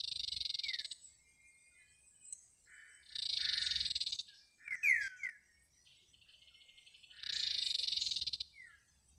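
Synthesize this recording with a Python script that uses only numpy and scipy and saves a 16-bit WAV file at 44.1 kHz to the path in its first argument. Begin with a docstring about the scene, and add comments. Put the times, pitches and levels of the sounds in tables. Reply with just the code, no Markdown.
"""A forest-edge clearing opens inside an animal's buzzing trill (pulse bursts through a throat) over noise-band
insects, streaky flickering noise and light wind. Thin sine notes, doves' falling whistles and hissy noise
chirps join within a second, then hoarse calls of resonated rough pulses. Near trills return at 3 and 7 s;
between them a farther animal answers, growing louder. Throughout, the phone's suppressor thins steady noise,
its input hisses, and its gate pulls everything down between loud sounds."""
import sys
import numpy as np
from scipy import signal
from scipy.io import wavfile
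from scipy.ndimage import uniform_filter1d

SR = 44100
rng = np.random.default_rng(int(sys.argv[2]) if len(sys.argv) > 2 else 0)


def gain_from_db(level_db):
    """Turn a decibel level (scalar or array-like) into a linear amplitude factor."""
    decades = np.asarray(level_db, float) / 20
    return 10 ** decades


def generate_wav(sig):
    """Save sig (samples, or channels by samples) to the path in sys.argv[1] as 16-bit PCM at SR."""
    pcm = np.round(np.clip(np.atleast_2d(sig).T, -1, 1) * 32767).astype(np.int16)
    wavfile.write(sys.argv[1], SR, pcm)


N = 404823
TIME = np.arange(N) / SR


def rms_one(x):
    """Scale to rms 1."""
    return x / np.sqrt(np.mean(x ** 2) + 1e-20)


def band(x, low_hz, high_hz, order=3):
    """Butterworth band-pass."""
    return signal.sosfilt(signal.butter(order, [low_hz, high_hz], "band", fs=SR, output="sos"), x)


def drift(points_per_s):
    """Slow chance of rms 1: random points joined by straight lines."""
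    return rms_one(np.interp(TIME * points_per_s, np.arange(2000), rng.standard_normal(2000)))


def throat(x, modes):
    """Parallel resonances, each applied twice so that the valleys stay dark; rms 1."""
    out = 0
    for k, (hz, width_hz, db) in enumerate(modes):
        r = np.exp(-np.pi * width_hz / SR)
        b = (1 - r * r) / 2 * np.array([1, 0, -1])
        a = [1, -2 * r * np.cos(2 * np.pi * hz / SR), r * r]
        resonance = signal.lfilter(b, a, signal.lfilter(b, a, x))
        out = out + (-1) ** k * gain_from_db(db) * resonance  # alternating polarity
    return rms_one(out)


def buzz(pulses_per_s, jitter, rough):
    """Pulses uneven in time and level, mixed with breath noise."""
    cycles = np.cumsum(pulses_per_s * (1 + jitter * drift(150)) / SR)
    pulses = np.diff(np.floor(cycles), prepend=0) * gain_from_db(3.0 * rng.standard_normal(N))
    return rms_one(pulses) + rough * rng.standard_normal(N)


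def swell(start_s, length_s, rise_share):
    """Envelope 0-1: up over a share of the length, then a rounded fall."""
    share = np.clip((TIME - start_s) / length_s, 0, 1)
    return np.sin(np.pi / 2 * np.minimum(share / rise_share, (1 - share) / (1 - rise_share))) ** 2


def trees(x, wet_db, t60_s):
    """Direct sound plus the dense, decaying echoes of trunks and leaves."""
    t = TIME[:SR]
    echoes = rng.standard_normal(SR) * gain_from_db(-60 * t / t60_s) * (t > .004)
    return x + gain_from_db(wet_db) * signal.fftconvolve(x, echoes / np.linalg.norm(echoes))[:N]


def coloured(spectrum, flicker_db=0, hold_s=.1):
    """Noise of rms 1 with a spectrum in (Hz, dB); each 90 Hz strip may come and go on its own."""
    hz, t, cells = signal.stft(rng.standard_normal(N), SR, nperseg=512)
    r = np.exp(-t[1] / hold_s)
    strips = rms_one(signal.lfilter([1], [1, -2 * r, r * r], rng.standard_normal(cells.shape), axis=1))
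    points = np.array(spectrum)
    colour_db = np.interp(np.log(hz + 1), np.log(points[:, 0]), points[:, 1])
    shaped = cells * gain_from_db(colour_db[:, None] + flicker_db * strips)
    return rms_one(signal.istft(shaped, SR, nperseg=512)[1][:N])


def trill(bursts, modes, pulses_per_s, burst_s, wet_db, t60_s):
    """Each burst (centre s, dB) is a short hump of fast pulses through the throat."""
    peaks = np.zeros(N)
    for centre_s, db in bursts:
        peaks[round(centre_s * SR)] = gain_from_db(db)
    hump = np.hanning(round(burst_s * SR)) ** .75
    envelope = np.maximum(signal.fftconvolve(peaks, hump, "same"), 0)
    voice = throat(buzz(pulses_per_s, jitter=.15, rough=0.65), modes)
    # steady effort within a burst
    voice = voice / np.sqrt(uniform_filter1d(voice ** 2, round(.008 * SR)) + 0.0015)
    return trees(envelope * voice, wet_db, t60_s)


# Near trills. Each row: first burst in s, first gap in s, growth of the gap in s per burst,
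# drag of the last burst in s, full level in dB.
TRILLS = [(-0.2652, .03116, .00072, .026, -36), (3.0358, 0.029, .000973, 0.022, -33),
          (7.1422, .02926, .000776, .04, -33)]
# Number of bursts in each trill.
TRILL_BURSTS = [29, 28, 31]
# Weak afterthought to the second trill: centre in s, level in dB.
STRAY_BURST = (4.29, -43.5)
SWELL_DB, SWELL_BURSTS = -21, 3.1  # starting level re full, and bursts over which the gap closes
DRAG_BURSTS, TIRING_DB = 1.5, -4  # over the last bursts the drag builds and the level sags


def slowing_bursts():
    """Burst times and levels: a swell, ever longer gaps, and a dragging, weaker end."""
    rows = [STRAY_BURST]
    for (start_s, gap_s, growth_s, drag_s, db), count in zip(TRILLS, TRILL_BURSTS):
        k = np.arange(count)
        ending = np.exp((k - k[-1]) / DRAG_BURSTS)
        level_db = db + SWELL_DB * np.exp(-k / SWELL_BURSTS) + TIRING_DB * ending
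        level_db = level_db + .6 * rng.standard_normal(count)
        times_s = start_s + gap_s * k + growth_s * k * k / 2 + drag_s * ending
        rows += zip(times_s, level_db)
    return [(s, db) for s, db in rows if s > 0]


# Near animal's throat. Each row: resonance in Hz, width of one pass in Hz, level in dB.
TRILL_THROAT = [(2380, 430, -20), (2930, 400, -14.5), (3670, 400, -0.5), (4010, 440, -4), (4315, 470, -2.5),
                (4798, 330, -4), (5422, 685, -13)]


def near_trills():
    """Three slowing trills, the first already under way: pulse bursts through the near throat."""
    return trill(slowing_bursts(), TRILL_THROAT, pulses_per_s=800, burst_s=.027, wet_db=-8.0, t60_s=0.85)


# Insect chorus. Each row: time in s, level in dB.
INSECTS = [(0, -58), (1, -59.5), (2, -55.5), (3, -57), (4, -60.5), (5, -62.5), (6, -62.5), (7, -62),
           (8, -57), (9.2, -63.5)]


def insects():
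    """Flickering noise band near 8 kHz."""
    spectrum = [(7200, -39.5), (7600, -4), (8150, 2), (8600, -10), (9200, -6), (9600, -43.5)]
    chorus = coloured(spectrum, flicker_db=5.0, hold_s=0.021)
    return gain_from_db(np.interp(TIME, *np.transpose(INSECTS)) + 1.0 * drift(13)) * chorus


# Wind at the microphone. Each row: time in s, level in dB.
WIND = [(0, -70), (0.5, -66), (0.8, -76), (1.1, -71), (1.7, -77), (2.2, -71), (2.9, -74.5), (3.75, -64.5),
        (4.0, -72), (4.6, -75), (5.0, -69), (5.4, -77), (5.6, -68.5), (6.4, -70), (6.8, -77.5),
        (7.35, -65.5), (7.75, -76), (8.2, -56.5), (8.55, -67.5), (9.1, -63)]


def wind():
    """Lumps of low noise, strongest at 60-76 Hz, with a wandering level."""
    narrow = band(rng.standard_normal(N), 60, 76, order=2)
    wide = band(rng.standard_normal(N), 45, 140, order=2)
    level_db = np.interp(TIME, *np.transpose(WIND)) + 2.6 * drift(6)
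    return gain_from_db(level_db) * rms_one(narrow + 0.32 * wide)


# Streaky noise spectrum. Each row: frequency in Hz, relative density in dB.
STREAKS = [(150, -3), (300, -4.5), (700, -9), (1300, -19), (2200, 1), (3500, -6.5), (4300, 0), (5700, 3),
           (7000, -1.5), (9300, -10.5), (11000, -14.5), (13000, -29)]
STREAKS_DB = -61


def streaks():
    """Faint coloured background noise whose narrow strips flicker, streaky like suppressor residue."""
    return gain_from_db(STREAKS_DB + 0.73 * drift(3.8)) * coloured(STREAKS, flicker_db=5.5, hold_s=.03)


# Far birds. Each row: start in s, length in s, first pitch in Hz, last pitch in Hz, dry level in dB.
NOTES = [(0.2, 0.68, 2166, 2139, -64.5), (1.074, 0.79, 2140, 2131, -63), (1.034, 0.035, 8080, 7590, -52.5),
         (1.202, 1.075, 2371, 2512, -65), (1.71, 0.036, 1466, 1415, -67), (1.742, 0.14, 2060, 1958, -61),
         (1.75, 0.21, 2996, 3163, -70.0), (1.778, 0.15, 1750.0, 1674, -66.5),
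         (2.113, 0.065, 1700, 1616, -71.5), (2.136, 0.14, 2970, 2942, -70.5),
         (2.694, 0.59, 3010, 3064, -69.5), (3.243, 0.24, 2250.0, 2250.0, -63),
         (4.28, 0.44, 2386, 2386, -68.5), (4.28, 0.068, 1679, 1594, -60), (5.483, 0.089, 1868, 1840, -57.5),
         (5.506, 0.12, 2250.0, 2183, -67), (4.998, 0.17, 3320, 3080, -62),
         (5.954, 0.088, 2155, 2154, -64.5), (6.394, 0.48, 2151, 2122, -62.5),
         (6.502, 0.036, 1525, 1290, -69), (7.277, 0.55, 2443, 2444, -65), (8.659, 0.067, 1501, 1306, -59.5)]


def notes():
    """Thin sines, wavering in pitch and level, with strong echo."""
    out = np.zeros(N)
    for start_s, length_s, first_hz, last_hz, db in NOTES:
        hz = np.interp(TIME, [start_s, start_s + length_s], [first_hz, last_hz]) + 14 * drift(90)
        envelope = swell(start_s, length_s, 0.58) ** 0.13 * gain_from_db(db + 2.6 * drift(40))
        out += np.sqrt(2) * envelope * np.sin(2 * np.pi * np.cumsum(hz) / SR)
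    return trees(out, wet_db=-1.5, t60_s=0.52)


# Doves. Each row: start in s, rise in s, length in s, top pitch in Hz, fall time in s,
# level in dB ahead of the strength curve.
WHISTLES = [(0.62, 0.026, .23, 2410, 0.16, -44), (4.64, 0.028, .26, 2469, .148, -39),
            (4.825, .015, .4, 2592, .125, -27), (5.18, .03, .21, 2420, .13, -39),
            (8.515, .09, .28, 2402, .165, -40.5)]
# Strength along the fall. Each row: pitch in Hz, gain in dB.
WHISTLE_STRENGTH = [(1450, -19.5), (1600, -12), (1750, -12.5), (1900, -2.5), (2050, 0), (2250, -1.5),
                    (2450, -2), (2600, -5)]
# Overtones. Each row: multiple of the pitch, level in dB re the fundamental when that is at -34 dB.
OVERTONES = [(2, -36), (3, -32.5), (4, -55), (5, -34), (6, -47.5)]
WHISTLE_REST_HZ, FALL_SHAPE = 1449, 1.25  # pitch sinks towards rest, lingering at the top first
WHISTLE_FADE_S = .03
OVERTONES_THIN_HZ, OVERTONES_THIN_DB_PER_HZ = 2080, 0.2  # below this pitch the overtones die away


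def whistles():
    """Near-sine glides; patchy overtones grow faster than the fundamental with effort."""
    out = np.zeros(N)
    for start_s, rise_s, length_s, top_hz, fall_s, db in WHISTLES:
        t = np.arange(round(length_s * SR)) / SR
        part = slice(round(start_s * SR), round(start_s * SR) + len(t))
        hz = WHISTLE_REST_HZ + (top_hz - WHISTLE_REST_HZ) * np.exp(-(t / fall_s) ** FALL_SHAPE)
        level_db = db + np.interp(hz, *np.transpose(WHISTLE_STRENGTH))
        phase = 2 * np.pi * np.cumsum(hz) / SR
        thin_db = OVERTONES_THIN_DB_PER_HZ * np.minimum(hz - OVERTONES_THIN_HZ, 0)
        effort_db = 1.13 * (level_db + 34.0)
        tone = np.sin(phase)
        for k, overtone_db in OVERTONES:
            patchy_db = 3.3 * drift(35)[part]
            tone = tone + gain_from_db(overtone_db + thin_db + effort_db + patchy_db) * np.sin(k * phase)
        ramps = np.minimum(1, np.minimum(t / rise_s, (length_s - t) / WHISTLE_FADE_S))
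        out[part] += gain_from_db(level_db) * tone * ramps
    out = out * gain_from_db(1.5 * drift(60))  # slight random flutter of the level
    # one strong dull echo beats against the glide
    echo = band(np.interp(TIME - .012, TIME, out), 1000, 3200, order=2)
    return trees(out + gain_from_db(-5) * echo, wet_db=-8.5, t60_s=.7)


# Chirps. Each row: start in s, length in s ahead of a 1.314 stretch, low edge in Hz, high edge in Hz,
# level in dB.
CHIRPS = [(0.789, 0.4, 7730, 8230, -51.5), (0.81, 0.35, 6560, 6900, -62), (1.009, 0.26, 7410, 7970, -62.5),
          (2.209, 0.3, 7420, 8190, -49), (2.305, 0.21, 6125, 7210, -53.5), (3.563, 0.32, 5980, 6960, -58.5),
          (3.806, 0.55, 7630, 8100, -54), (4.089, 0.16, 6000.0, 6894, -51.5), (4.26, 0.15, 2700, 3800, -54),
          (4.325, 0.17, 4200, 5400, -51.5), (4.732, 0.18, 5420, 6420, -55.5),
          (4.998, 0.14, 4205, 6000, -52), (5.154, 0.11, 5600.0, 7190, -54.5),
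          (5.621, 0.066, 7800.0, 10580, -61), (5.834, 0.3, 2814, 3700, -54),
          (5.84, 0.15, 4000, 4500, -60.5), (6.241, 0.14, 1600, 2657, -62.5),
          (6.27, 0.12, 3794, 4900, -60.5), (6.643, 0.25, 2250, 2640, -59.5),
          (7.31, 0.19, 6190, 7740, -53.5), (7.616, 0.24, 7320, 8200, -53),
          (7.625, 0.27, 9500.0, 10500, -62), (7.987, 0.21, 5985, 7164, -50.5),
          (8.68, 0.16, 2647, 3130, -62.5)]


def chirps():
    """Bands of streaky, flickering hiss that start quickly and fade."""
    streaky = coloured([(100, 0), (16000, 0)], flicker_db=4.0, hold_s=0.028)
    out = np.zeros(N)
    for start_s, length_s, low_hz, high_hz, db in CHIRPS:
        hiss = rms_one(band(streaky, low_hz, high_hz, order=2))
        out += gain_from_db(db) * swell(start_s, length_s * 1.314, 0.12) * hiss
    return out * gain_from_db(0.98 * drift(40))


# Hoarse calls. Each row: start in s, length in s at 1750 Hz, relative level in dB,
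# exponent by which length grows with frequency.
HOARSE = [(2.648, 0.44, -50.5, 0.63), (3.095, 0.067, -54, 0.04), (3.363, 0.58, -50, 1.13),
          (4.571, 0.37, -51.5, 0.12), (7.086, 0.54, -54, 2.7)]
# Hoarse throat. Each row: resonance in Hz, width of one pass in Hz, relative level in dB.
HOARSE_THROAT = [(1486, 87, -3.5), (1750, 260, 4), (2008, 100, -1.5), (2250, 180, -3)]


def hoarse():
    """Rough caws heavy with echo; the low edge of the fading tail rises, as if thinned by the suppressor."""
    voice = buzz(260, jitter=0.13, rough=1.7)
    out = np.zeros(N)
    for hz, width_hz, mode_db in HOARSE_THROAT:
        envelope = np.zeros(N)
        for start_s, length_s, db, growth in HOARSE:
            envelope += gain_from_db(db) * swell(start_s, length_s * (hz / 1750) ** growth, 0.17) ** .6
        out += envelope * gain_from_db(mode_db - 5.5) * throat(voice, [(hz, width_hz, 0)])
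    return trees(band(out, 1280, 2450), wet_db=-1, t60_s=0.51)


# Uneven bursts of the far trill. Each entry: centre in s.
FAR_TRILL = [5.875, 6.144, 6.223, 6.295, 6.344, 6.425, 6.483, 6.55, 6.616, 6.695, 6.785, 6.874, 6.95, 7.041,
             7.113, 7.19]
# Far animal's throat. Each row: resonance in Hz, width of one pass in Hz, level in dB.
FAR_THROAT = [(2671, 380, -11.5), (3025, 180, -2), (3410, 502, -12.5), (4300, 300, -12.5)]
FAR_DB, FAR_GROWS_DB_PER_S = -52, 6.0  # level of the first burst, and its steady growth


def far_trill():
    """The answer: uneven, growing pulse bursts through another throat, with more echo."""
    bursts = [(s, FAR_DB + FAR_GROWS_DB_PER_S * (s - FAR_TRILL[0])) for s in FAR_TRILL]
    return trill(bursts, FAR_THROAT, pulses_per_s=850, burst_s=0.032, wet_db=-2.5, t60_s=0.98)


def scene():
    """All sources at the one microphone."""
    calls = near_trills() + far_trill() + whistles() + notes() + hoarse() + chirps()
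    background = insects() + wind() + streaks()
    return (calls + background)[None]


def suppressor(x, share=.2, over_db=1.5, floor_db=-11, smooth_s=.03, above_hz=180):
    """Turns each 90 Hz strip down near its own usual quiet level; blotches and cut tails remain."""
    hz, t, cells = signal.stft(x, SR, nperseg=512)
    r = np.exp(-t[1] / smooth_s)
    power = signal.lfilter([1 - r], [1, -r], np.abs(cells) ** 2, axis=1) + 1e-20
    usual = np.quantile(power, share, axis=1, keepdims=True)
    gain = np.maximum(1 - gain_from_db(2 * over_db) * usual / power, gain_from_db(floor_db))
    gain[hz < above_hz] = 1
    return signal.istft(cells * gain, SR, nperseg=512)[1][:N]


# Hiss spectrum. Each row: frequency in Hz, relative density in dB.
HISS = [(150, -1.5), (400, -8), (1000, -11.5), (3000, -20), (8000, -12.5), (15500, -25.5)]
HISS_DB = -72.5


def input_hiss():
    """Steady coloured noise of the phone's input."""
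    return gain_from_db(HISS_DB) * coloured(HISS)


GATE_OPEN_DB, GATE_CLOSE_DB, GATE_DEPTH_DB = -39.5, -49.6, -11


def gate(x, window_s=.003, ahead_s=.0015, move_s=.001):
    """Opens above one short-term rms level and shuts below a lower one, looking a little ahead."""
    level = np.sqrt(np.abs(uniform_filter1d(x * x, round(window_s * SR))))
    level = np.interp(TIME + ahead_s, TIME, level)
    turns = np.flatnonzero((level > gain_from_db(GATE_OPEN_DB)) | (level < gain_from_db(GATE_CLOSE_DB)))
    # between the two levels the gate holds its last state
    last_turn = turns[np.maximum(np.searchsorted(turns, np.arange(N), "right") - 1, 0)]
    shut = (level[last_turn] < gain_from_db(GATE_CLOSE_DB)) * 1.
    return x * gain_from_db(GATE_DEPTH_DB * uniform_filter1d(shut, round(move_s * SR)))


def band_limit(x):
    """A steep low-pass at the top of the band."""
    return signal.sosfilt(signal.butter(12, 15690, fs=SR, output="sos"), x)


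def record(dry):
    """Phone chain: noise suppressor, input hiss, noise gate."""
    cleaned = suppressor(dry[0]) + input_hiss()
    mix = gate(cleaned)[None]
    return band_limit(mix)


dry = scene()
out = record(dry)
generate_wav(out)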